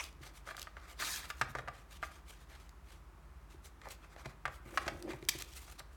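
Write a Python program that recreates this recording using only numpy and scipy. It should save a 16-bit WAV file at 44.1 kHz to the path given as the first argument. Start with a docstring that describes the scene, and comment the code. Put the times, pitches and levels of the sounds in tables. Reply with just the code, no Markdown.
"""A card tray slides out of a small cardboard box; the hands then drag a folded leaflet over and lift it.
Friction of skin, card and paper gives a fine hiss. Impacts excite the damped modes of the card, which
knocks hollowly, and of the desk under the fingers. Bent paper edges snap free, once loudly.
One close microphone hears this in a small reverberant room with a low mains hum."""
import sys
import numpy as np
from scipy import signal
from scipy.fft import rfft, irfft
from scipy.io import wavfile
from scipy.ndimage import uniform_filter1d

SR = 44100
rng = np.random.default_rng(int(sys.argv[2]) if len(sys.argv) > 2 else 0)


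def pcm_store(signal):
    """Save signal as 16-bit PCM."""
    levels = np.round(np.clip(np.atleast_2d(signal), -1, 1) * 32767)
    wavfile.write(sys.argv[1], SR, levels.astype(np.int16).T)


N = 262832
TIME = np.arange(N) / SR

# spectrum of the room's steady air: (frequency [Hz], relative level [dB])
AIR_SPECTRUM = [(25, -20), (80, -12.5), (105, -19.5), (150, -14.5), (220, -24.5), (270, -26), (335, -20.5),
                (480, -30.5), (1150, -25), (1500, -29.5), (2200, -35), (3500, -43), (9000, -47.5),
                (17000, -52)]
# reverberation time of the room: (frequency [Hz], T60 [s])
ROOM_T60 = [(100, 0.39), (500, 0.38), (1500, 0.51), (4000, 0.37), (10000, 0.22)]
# early reflections: (delay [s], gain [ratio])
REFLECTIONS = [(.0033, 0.1), (.0092, 0.046)]

# modes of the desk top and of the end flap: (frequency [Hz], bandwidth [Hz], relative level [dB])
DESK_MODES = [(143, 61, -15), (258, 110, -6.5), (341, 58, 9), (535, 68, -5), (706, 310, -8)]
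FLAP_MODES = [(1070, 210, -9), (2380, 450, -4.5), (5980, 730, -11.5)]
# modes of the card when centred on CARD_CENTRE_HZ: (frequency [Hz], relative level [dB], T60 [s])
CARD_MODES = [(884, -20.5, 0.0093), (1177, 3, 0.024), (1490, -8, 0.02), (1397, 4, 0.0093),
              (1756, -4.5, 0.034), (1820, -36, 0.0017), (2284, -2, 0.0081)]

# impact spectra: (frequency [Hz], relative level [dB])
THUMP_SPECTRUM = [(40, -23), (85, -4), (150, 1), (200, -7.5), (290, -9), (450, -26), (1500, -58)]  # soft landing on the desk
THUD_SPECTRUM = [(40, -33), (90, 2.5), (170, -6), (330, -12.5), (430, -7), (620, 4.5), (850, 1),
                 (1200, -5.5), (3000, -79.5)]  # card striking the desk
CLACK_SPECTRUM = [(300, -53), (800, -10), (1200, 1), (1900, 9.5), (2600, -2), (4000, -16.5), (9000, -48.5)]  # the card's many heavily damped modes
TICK_SPECTRUM = [(900, -45.5), (2000, 2.5), (2800, -3), (4500, -8.5), (6000, -10), (8800, -16.5),
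                 (10500, -22), (17000, -31)]  # point of contact
SNAP_SPECTRUM = [(100, -10), (800, -14.5), (1300, -5), (2100, 0), (3000, -2), (4600, 1), (6500, -1),
                 (9000, -6), (10500, -7.5), (13500, -7), (17000, -15.5)]  # paper edge
# friction spectra: (frequency [Hz], relative level [dB])
HISS_SPECTRUM = [(400, -63), (1500, -20.5), (2600, -4), (3600, -0.5), (5000, -3.5), (6500, -2.5),
                 (9000, -4), (10300, -7), (12000, -5.5), (17000, -14.5)]  # rubbed surface
BODY_SPECTRUM = [(60, -13), (200, -14), (450, -0.5), (650, -1), (950, -3), (1250, 3), (1600, -0.5),
                 (2200, 1.5), (3200, -12.5), (8000, -38)]  # the card or paper beneath it
SCRAPE_SPECTRUM = [(400, -39), (1400, -15), (2400, -5), (2950, -5), (3900, 1.5), (5200, -1), (6500, -1),
                   (9000, -5), (10400, -9), (12500, -10), (17000, -20)]  # card on card
SLEEVE_SPECTRUM = [(60, -8), (250, -11), (480, -14.5), (800, -6.5), (1130, -3.5), (1400, -4), (1700, 2.5),
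                   (2300, -8), (3200, -24), (8000, -22)]  # the open sleeve of the box

# fingertips and card landing on the desk: (time [s], ring level [dB], thump level [dB])
BUMPS = [(0.207, -63, -58), (1.42, -57.5, -54), (1.5, -72, -55.5), (3.545, -60.5, -63),
         (4.259, -56.5, -48.5), (4.66, -62, -56.5), (4.728, -56, -69), (4.867, -52.5, -50.5),
         (4.92, -55, -55.5), (5.078, -48, -72), (5.136, -51, -57), (5.227, -50.5, -57), (5.351, -50.5, -55)]
# moves of the leaflet: (start [s], duration [s], hiss level [dB], paper level [dB], desk level [dB])
DRAGS = [(4.662, 0.19, -66, -62, -60.5), (4.91, 0.12, -67, -70, -55.5), (5.084, 0.01, -78, -56, -46),
         (5.13, 0.19, -72.5, -71, -76), (5.33, 0.22, -64.5, -80, -72.5), (5.534, 0.19, -61, -66.5, -73.5),
         (5.93, 0.013, -70, -95, -100)]
# paper edges flicking free: (time [s], level [dB])
SNAPS = [(0.04, -45.5), (0.128, -66.5), (0.5674, -48.5), (0.595, -47), (0.617, -44.5), (0.628, -46.5),
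         (2.693, -59.5), (3.887, -55.5), (5.025, -50.5), (5.251, -58), (5.2873, -25.5), (5.2909, -31.5),
         (5.388, -48), (5.399, -52), (5.422, -41), (5.536, -57), (5.714, -58), (5.794, -50.5)]
# spells of faintly shifting fingers: (start [s], end [s], hiss level [dB], pressure [0-1])
FIDGETS = [(2.117, 2.7, -67.5, 0.42), (4.055, 4.27, -64.5, 0.69)]
# strokes of skin and card: (peak time [s], half length [s], hiss level [dB], pressure [0-1])
RUBS = [(0.008, 0.048, -50, 0.33), (0.257, 0.029, -56.5, 0.49), (0.365, 0.024, -60.5, 0.31),
        (0.492, 0.025, -54, .6), (0.6, 0.03, -54.5, 0.38), (0.847, 0.072, -66.5, 0.8),
        (0.906, 0.025, -59.5, 0.28), (1.008, 0.0077, -44, .5), (1.066, 0.015, -43.5, 0.41),
        (1.251, 0.01, -49, .55), (1.298, 0.0096, -53, 0), (1.396, 0.035, -62.5, 0),
        (1.503, 0.018, -62.5, 0.1), (1.589, 0.021, -57.5, 0.82), (1.776, 0.038, -62.5, 0.58),
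        (1.936, 0.028, -57.5, 0.3), (2.053, 0.026, -57.5, 0.27), (2.298, 0.015, -61.5, 0.16),
        (2.552, 0.029, -65, 0.7), (2.912, 0.042, -64, .4), (3.527, 0.023, -66, 0.4),
        (3.657, 0.019, -59.5, 0.17), (3.865, 0.033, -62, 0.87), (3.918, 0.019, -53, 0.16),
        (4.257, 0.009, -57.5, 0.92), (4.544, 0.028, -63, 0.13), (4.758, 0.025, -59.5, 0.05),
        (4.823, 0.011, -55.5, 0.66), (4.879, 0.019, -51, 0.85), (5.112, 0.022, -52.5, 0.72),
        (5.349, 0.02, -53, 0.3), (5.401, 0.013, -47, 0.27), (5.572, 0.0094, -49, .1),
        (5.683, 0.011, -61, 0.67), (5.793, 0.0087, -53, 0.45)]
# card knocking on card and desk: (time [s], thud level [dB], card excitation [dB], tick level [dB])
KNOCKS = [(0.474, -57, -46.5, -59), (0.489, -58, -44, -64), (0.5095, -52.5, -44, -65),
          (0.547, -61, -49, -74), (0.579, -58, -49, -64), (0.671, -57, -44, -65), (0.768, -56, -46.5, -63),
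          (1.023, -52, -35.5, -61), (1.302, -54, -38, -43), (1.4129, -36.5, -28, -36),
          (1.551, -41, -37.5, -49.5), (1.5855, -47, -42, -53.5), (1.592, -66, -44.5, -64),
          (1.676, -48.5, -44, -60), (1.683, -46, -39.5, -52.5), (2.028, -44, -37.5, -56),
          (2.033, -55, -37, -51.5), (3.816, -72, -57.5, -61.5), (3.856, -52, -54, -70),
          (3.869, -48, -53, -72), (4.163, -53, -59.5, -63.5), (4.2575, -49, -49, -52.5),
          (4.454, -43.5, -31.5, -45.5), (4.478, -47.5, -44, -56), (4.74, -52.5, -53.5, -70),
          (4.7741, -41, -26, -37), (4.879, -40, -35, -40), (5.134, -48.5, -66, -53),
          (5.226, -64, -62.5, -56), (5.803, -55.5, -48.5, -78)]

CARD_CENTRE_HZ = 1400
FULL_BLOW_DB, FULL_BLOW_HZ, RISE_HZ_PER_DB = -26, 1336, 3.5
SLIDE_LOOSE_S, SLIDE_CLEAR_S, SLIDE_OUT_S = 1.002, 1.186, 1.31
SLIDE_FASTEST_S, SLIDE_SWELL_S, SLIDE_BASE_SPEED = 1.126, 0.056, 0.44  # full speed is 1


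def amp(db):
    """Amplitude ratio of a level in decibels."""
    return 10 ** (np.asarray(db) / 20)


def unit(x):
    """Normalisation to an rms of 1."""
    return x / np.sqrt(np.mean(x ** 2) + 1e-20)


def at_level(x, db, window_s):
    """Normalisation of a transient by the rms level of its onset."""
    onset = x[:round(window_s * SR)]
    return x * amp(db) / np.sqrt(np.mean(onset ** 2) + 1e-20)


def read(points, hz):
    """Interpolation on a logarithmic frequency axis."""
    f, value = np.transpose(points)
    return np.interp(np.log(hz + 1), np.log(f), value)


def add(mix, s, sound):
    """Superposition of a sound on the mix, from time s."""
    part = mix[max(0, round(s * SR)):][:len(sound)]
    part += sound[:len(part)]


def colour(x, spectrum, tilt_db=0, size=4096):
    """Minimum-phase filtering keeps attacks sharp; the tilt is per octave above 2 kHz."""
    hz = np.fft.rfftfreq(size, 1 / SR)
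    octaves = np.log2(np.maximum(hz, 2000) / 2000)
    log_gain = np.log(amp(read(spectrum, hz) + tilt_db * octaves))
    mirrored = np.concatenate([log_gain, log_gain[-2:0:-1]])
    taps = np.fft.ifft(np.exp(np.conj(signal.hilbert(mirrored)))).real[:size // 2]
    return signal.fftconvolve(x, taps)[:len(x)]


def noise(shape):
    """Stationary noise with the magnitude spectrum shape(hz)."""
    return irfft(rfft(rng.standard_normal(N)) * shape(np.fft.rfftfreq(N, 1 / SR)), N)


def resonant_noise(modes):
    """Random excitation of resonances: each passes a band of noise."""
    return unit(noise(lambda hz: sum(amp(db) / (1 + (2 * (hz - f) / width) ** 2)
                                     for f, width, db in modes)))


def judder(depth_db, cutoff_hz):
    """Amplitude modulation by uneven sliding: a gain that wanders at random."""
    return amp(depth_db * unit(noise(lambda hz: 1 / (1 + (hz / cutoff_hz) ** 4))))


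def wandering_contact(x, depth_db=2.7, frames=9, bands=4):
    """Excitation varies with position: as the contact wanders, narrow bands swell and fade."""
    spectrum = signal.stft(x, SR, nperseg=512, noverlap=384)[2]
    swell = uniform_filter1d(rng.standard_normal(spectrum.shape), frames, axis=1)
    swell = uniform_filter1d(swell, bands, axis=0)
    spectrum = spectrum * amp(depth_db * unit(swell))
    return unit(signal.istft(spectrum, SR, nperseg=512, noverlap=384)[1][:len(x)])


def friction(grains_per_s, spread_db, smooth, judder_db):
    """Stick-slip of fibres: tiny uneven clicks over smooth noise, clumped by an unsteady hand."""
    sizes = amp(spread_db * np.minimum(rng.exponential(1, N), 4)) * rng.choice([-1, 1], N)
    grains = unit(sizes * (rng.random(N) < grains_per_s / SR))
    hand = judder(judder_db, cutoff_hz=70)
    return wandering_contact((grains + smooth * rng.standard_normal(N)) * hand)


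def impact(t, spectrum, crunch, decay_s):
    """Filtered impulse: one sharp push, then a crunch of fibres as the surfaces settle."""
    force = crunch * rng.standard_normal(len(t)) * np.exp(-(t / decay_s) ** 2)
    force[0] += 1
    return colour(force, spectrum)


def stroke_gain(start_s, end_s, rise_db_per_s, fade_db_per_s):
    """Envelope of a stroke: exponential rise up to the start, hold, exponential decay after the end."""
    early_s, late_s = np.maximum(start_s - TIME, 0), np.maximum(TIME - end_s, 0)
    return amp(-rise_db_per_s * early_s - fade_db_per_s * late_s)


def background(hum_hz=49, hum_db=-59, drone_hz=65.1, drone_db=-59.5):
    """Beating: a mains hum lies close in frequency to a low drone, under even room noise."""
    air = noise(lambda hz: amp(read(AIR_SPECTRUM, hz)))
    upper_air = signal.sosfilt(signal.butter(4, 200, "high", fs=SR, output="sos"), air)
    air = amp(-65) * air / np.std(upper_air)  # level set by the part above 200 Hz
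    hum = amp(hum_db) * unit(np.sin(2 * np.pi * hum_hz * TIME))
    drone = amp(drone_db) * resonant_noise([(drone_hz, 14, 0)])  # a band 14 Hz wide
    return air + hum + drone


def room(x, tail_gain_db, size=24000):
    """Reverberation: early reflections off desk and hands, then a short diffuse tail."""
    t = np.arange(size) / SR
    hz, frame_s, spectrum = signal.stft(rng.standard_normal(size), SR, nperseg=256)
    decay = amp(-60 * frame_s / read(ROOM_T60, hz)[:, None])
    tail = signal.istft(spectrum * decay, SR, nperseg=256)[1][:size]
    tail *= 1 - np.exp(-t / 0.00077)
    bass_lift = [(150, 9.5), (1600, -2), (3500, 0.5), (10000, -1.0)]  # (frequency [Hz], gain [dB])
    response = amp(tail_gain_db) * colour(tail / np.linalg.norm(tail), bass_lift)
    for delay_s, gain in REFLECTIONS:
        add(response, delay_s, gain * signal.windows.hann(5) / 2)
    return x + signal.fftconvolve(x, response)[:N]


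def desk_bumps(size=9000):
    """Free vibration of a plate: a soft landing thumps and leaves the desk top ringing."""
    out, t = np.zeros(N), np.arange(size) / SR
    hz, width, db = np.transpose(DESK_MODES)[:, :, None]
    for s, ring_db, thump_db in BUMPS:
        # broad modes start stronger and die sooner
        strength = amp(db + 5 * rng.standard_normal(hz.shape)) * np.sqrt(width)
        # the weight of the hand detunes the top a little
        loaded_hz = hz * (1 + 0.025 * rng.standard_normal(hz.shape))
        modes = strength * np.exp(-np.pi * width * t) * np.sin(2 * np.pi * loaded_hz * t)
        ring = modes.sum(0) * (1 - np.exp(-t / 0.0013))
        thump = impact(t, THUMP_SPECTRUM, crunch=0.091, decay_s=0.0093)
        add(out, s, at_level(ring, ring_db, window_s=0.02) + at_level(thump, thump_db, window_s=0.02))
    return out


def leaflet_drag():
    """Sliding friction: the leaflet whispers while fingertips stick and slip, making the desk drone."""
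    hiss_gain, body_gain, desk_gain = sum(
        amp(levels_db)[:, None] * stroke_gain(s, s + length_s, rise_db_per_s=605, fade_db_per_s=271)
        for s, length_s, *levels_db in DRAGS)
    grain = friction(grains_per_s=2300, spread_db=1.0, smooth=0.88, judder_db=3.2)
    hiss = hiss_gain * unit(colour(grain, HISS_SPECTRUM, tilt_db=-1.0))
    body = body_gain * unit(colour(grain, BODY_SPECTRUM))
    drone = desk_gain * unit(judder(depth_db=4.5, cutoff_hz=22)) * resonant_noise(DESK_MODES)
    return hiss + body + drone


def paper_snaps(size=3000):
    """Sudden release of elastic energy: a bent paper edge lets go with a bright crack."""
    out, t = np.zeros(N), np.arange(size) / SR
    loudest_db = max(db for _, db in SNAPS)
    for s, db in SNAPS:
        decay_s = 0.0075 * amp(0.45 * (db - loudest_db))  # a stronger snap shakes the sheet longer
        crack = impact(t, SNAP_SPECTRUM, crunch=1.0, decay_s=decay_s)
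        add(out, s, at_level(crack, db, window_s=0.006))
    return out


def fidgets(gap_s=0.0665, half_s=0.021, spread_db=3):
    """Quasi-periodic motion: shifting fingers make faint strokes, given as rows like those of RUBS."""
    rows = []
    for start_s, end_s, hiss_db, pressure in FIDGETS:
        for s in np.arange(start_s, end_s, gap_s):
            late, louder = rng.standard_normal(2)
            rows.append((s + 0.31 * gap_s * late, half_s, hiss_db + spread_db * louder, pressure))
    return rows


def finger_rubs():
    """Friction under load: a firmer stroke stirs the card more and has a duller hiss."""
    out = np.zeros(N)
    grain = friction(grains_per_s=5000, spread_db=1.3, smooth=0.53, judder_db=2.45)
    for s, half_s, hiss_db, pressure in RUBS + fidgets():
        near = abs(TIME - s) < 3 * half_s
        t = TIME[near] - s
        width_s = half_s * np.where(t < 0, 1, 1.09)  # the fade is a little slower than the rise
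        stroke = np.exp(-0.7 * (t / width_s) ** 2)
        tilt_db = np.interp(pressure, (0, 1), (1, -10.5))
        body_db = np.interp(pressure, (0, 1), (-9.5, 9.5))
        hiss = unit(colour(grain[near], HISS_SPECTRUM, tilt_db))
        body = amp(body_db) * unit(colour(grain[near], BODY_SPECTRUM))
        out[near] += amp(hiss_db) * stroke * (hiss + body)
    return out


def chatter(x, share, span_s, count=5):
    """Rebound: loose flaps touch again within milliseconds, later touches tending to be weaker."""
    out = x.copy()
    for delay, size in zip(rng.uniform(0.156, 1, count), rng.standard_normal(count)):
        add(out, delay * span_s, share * size * np.exp(-delay) * x)
    return out


def card_knocks(size=6000):
    """Impact excitation of modes: each blow rings the card, thuds on the desk and ticks at the contact."""
    out, t = np.zeros(N), np.arange(size) / SR
    hz, db, t60 = np.transpose(CARD_MODES)[:, :, None]
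    polarity = (-1) ** (np.arange(len(CARD_MODES)) // 2)
    for s, thud_db, card_db, tick_db in KNOCKS:
        # a lighter touch rings a smaller, higher part of the card and settles sooner
        centre_hz = FULL_BLOW_HZ + RISE_HZ_PER_DB * (FULL_BLOW_DB - card_db)
        settle = min(1, amp(0.4 * (card_db + 36)))
        # the grip shifts the modes, the struck spot their shares
        grip, spot = rng.standard_normal((2, len(CARD_MODES), 1))
        mode_hz = hz * centre_hz / CARD_CENTRE_HZ * (1 + 0.011 * grip)
        modes = amp(db + 2 * spot - 60 * t / t60) * np.sin(2 * np.pi * mode_hz * t)
        ring = chatter(polarity @ modes, share=0.53, span_s=0.01 * settle)
        clack = impact(t, CLACK_SPECTRUM, crunch=0.037, decay_s=0.016 * settle)
        thud = impact(t, THUD_SPECTRUM, crunch=0.16, decay_s=0.0099)
        tick = impact(t, TICK_SPECTRUM, crunch=0.71, decay_s=0.0076 * settle)
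        for part, part_db in (ring, card_db - 4), (clack, card_db - 6), (thud, thud_db), (tick, tick_db):
            add(out, s, at_level(part, part_db, window_s=0.01))
    return out


def flap_rasp(start_db=-34.5, fade_db_per_s=804):
    """Friction-driven resonance: the end flap rasps out of its slot, fading as it comes free."""
    return amp(start_db - fade_db_per_s * TIME) * resonant_noise(FLAP_MODES)


def tray_slide():
    """Friction noise brightens with speed: the tray scrapes along its sleeve and makes it resonate."""
    run_s = np.maximum(TIME - SLIDE_LOOSE_S, 0)
    arch = np.exp(-((TIME - SLIDE_FASTEST_S) / SLIDE_SWELL_S) ** 2)
    speed = SLIDE_BASE_SPEED + (1 - SLIDE_BASE_SPEED) * arch
    slopes = dict(rise_db_per_s=1050, fade_db_per_s=192)
    # levels sag as less card stays in contact
    scrape_gain = amp(-39 - 26 * run_s) * stroke_gain(SLIDE_LOOSE_S, SLIDE_CLEAR_S, **slopes)
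    sleeve_gain = amp(-43.5 - 51 * run_s) * stroke_gain(SLIDE_LOOSE_S, SLIDE_OUT_S, **slopes)
    grain = friction(grains_per_s=7000, spread_db=2.5, smooth=0.73, judder_db=1.0)
    dull = unit(colour(grain, SCRAPE_SPECTRUM, tilt_db=-7.0))
    bright = unit(colour(grain, SCRAPE_SPECTRUM, tilt_db=2.0))
    scrape = (1 - speed) * dull + speed * bright
    # the sleeve answers to the coarser, rarer catches
    catches = friction(grains_per_s=1500, spread_db=1.5, smooth=0.64, judder_db=1.1)
    return scrape_gain * scrape + sleeve_gain * unit(colour(catches, SLEEVE_SPECTRUM))


def scene():
    """Superposition: all the handling reverberates in the room, over the steady background."""
    impacts = card_knocks() + desk_bumps() + paper_snaps()
    rubbing = finger_rubs() + flap_rasp() + tray_slide() + leaflet_drag()
    return (room(impacts + rubbing, tail_gain_db=-12) + background())[None]


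def record(dry, low_hz=36, high_hz=17500):
    """Band limiting: the microphone drops the lowest rumble, the recorder the highest treble."""
    voiced = signal.sosfilt(signal.butter(4, low_hz, "high", fs=SR, output="sos"), dry)
    lowpass = signal.firwin(511, high_hz, window=("kaiser", 9), fs=SR)
    return signal.oaconvolve(voiced, lowpass[None], "same")


dry = scene()
out = record(dry)
pcm_store(out)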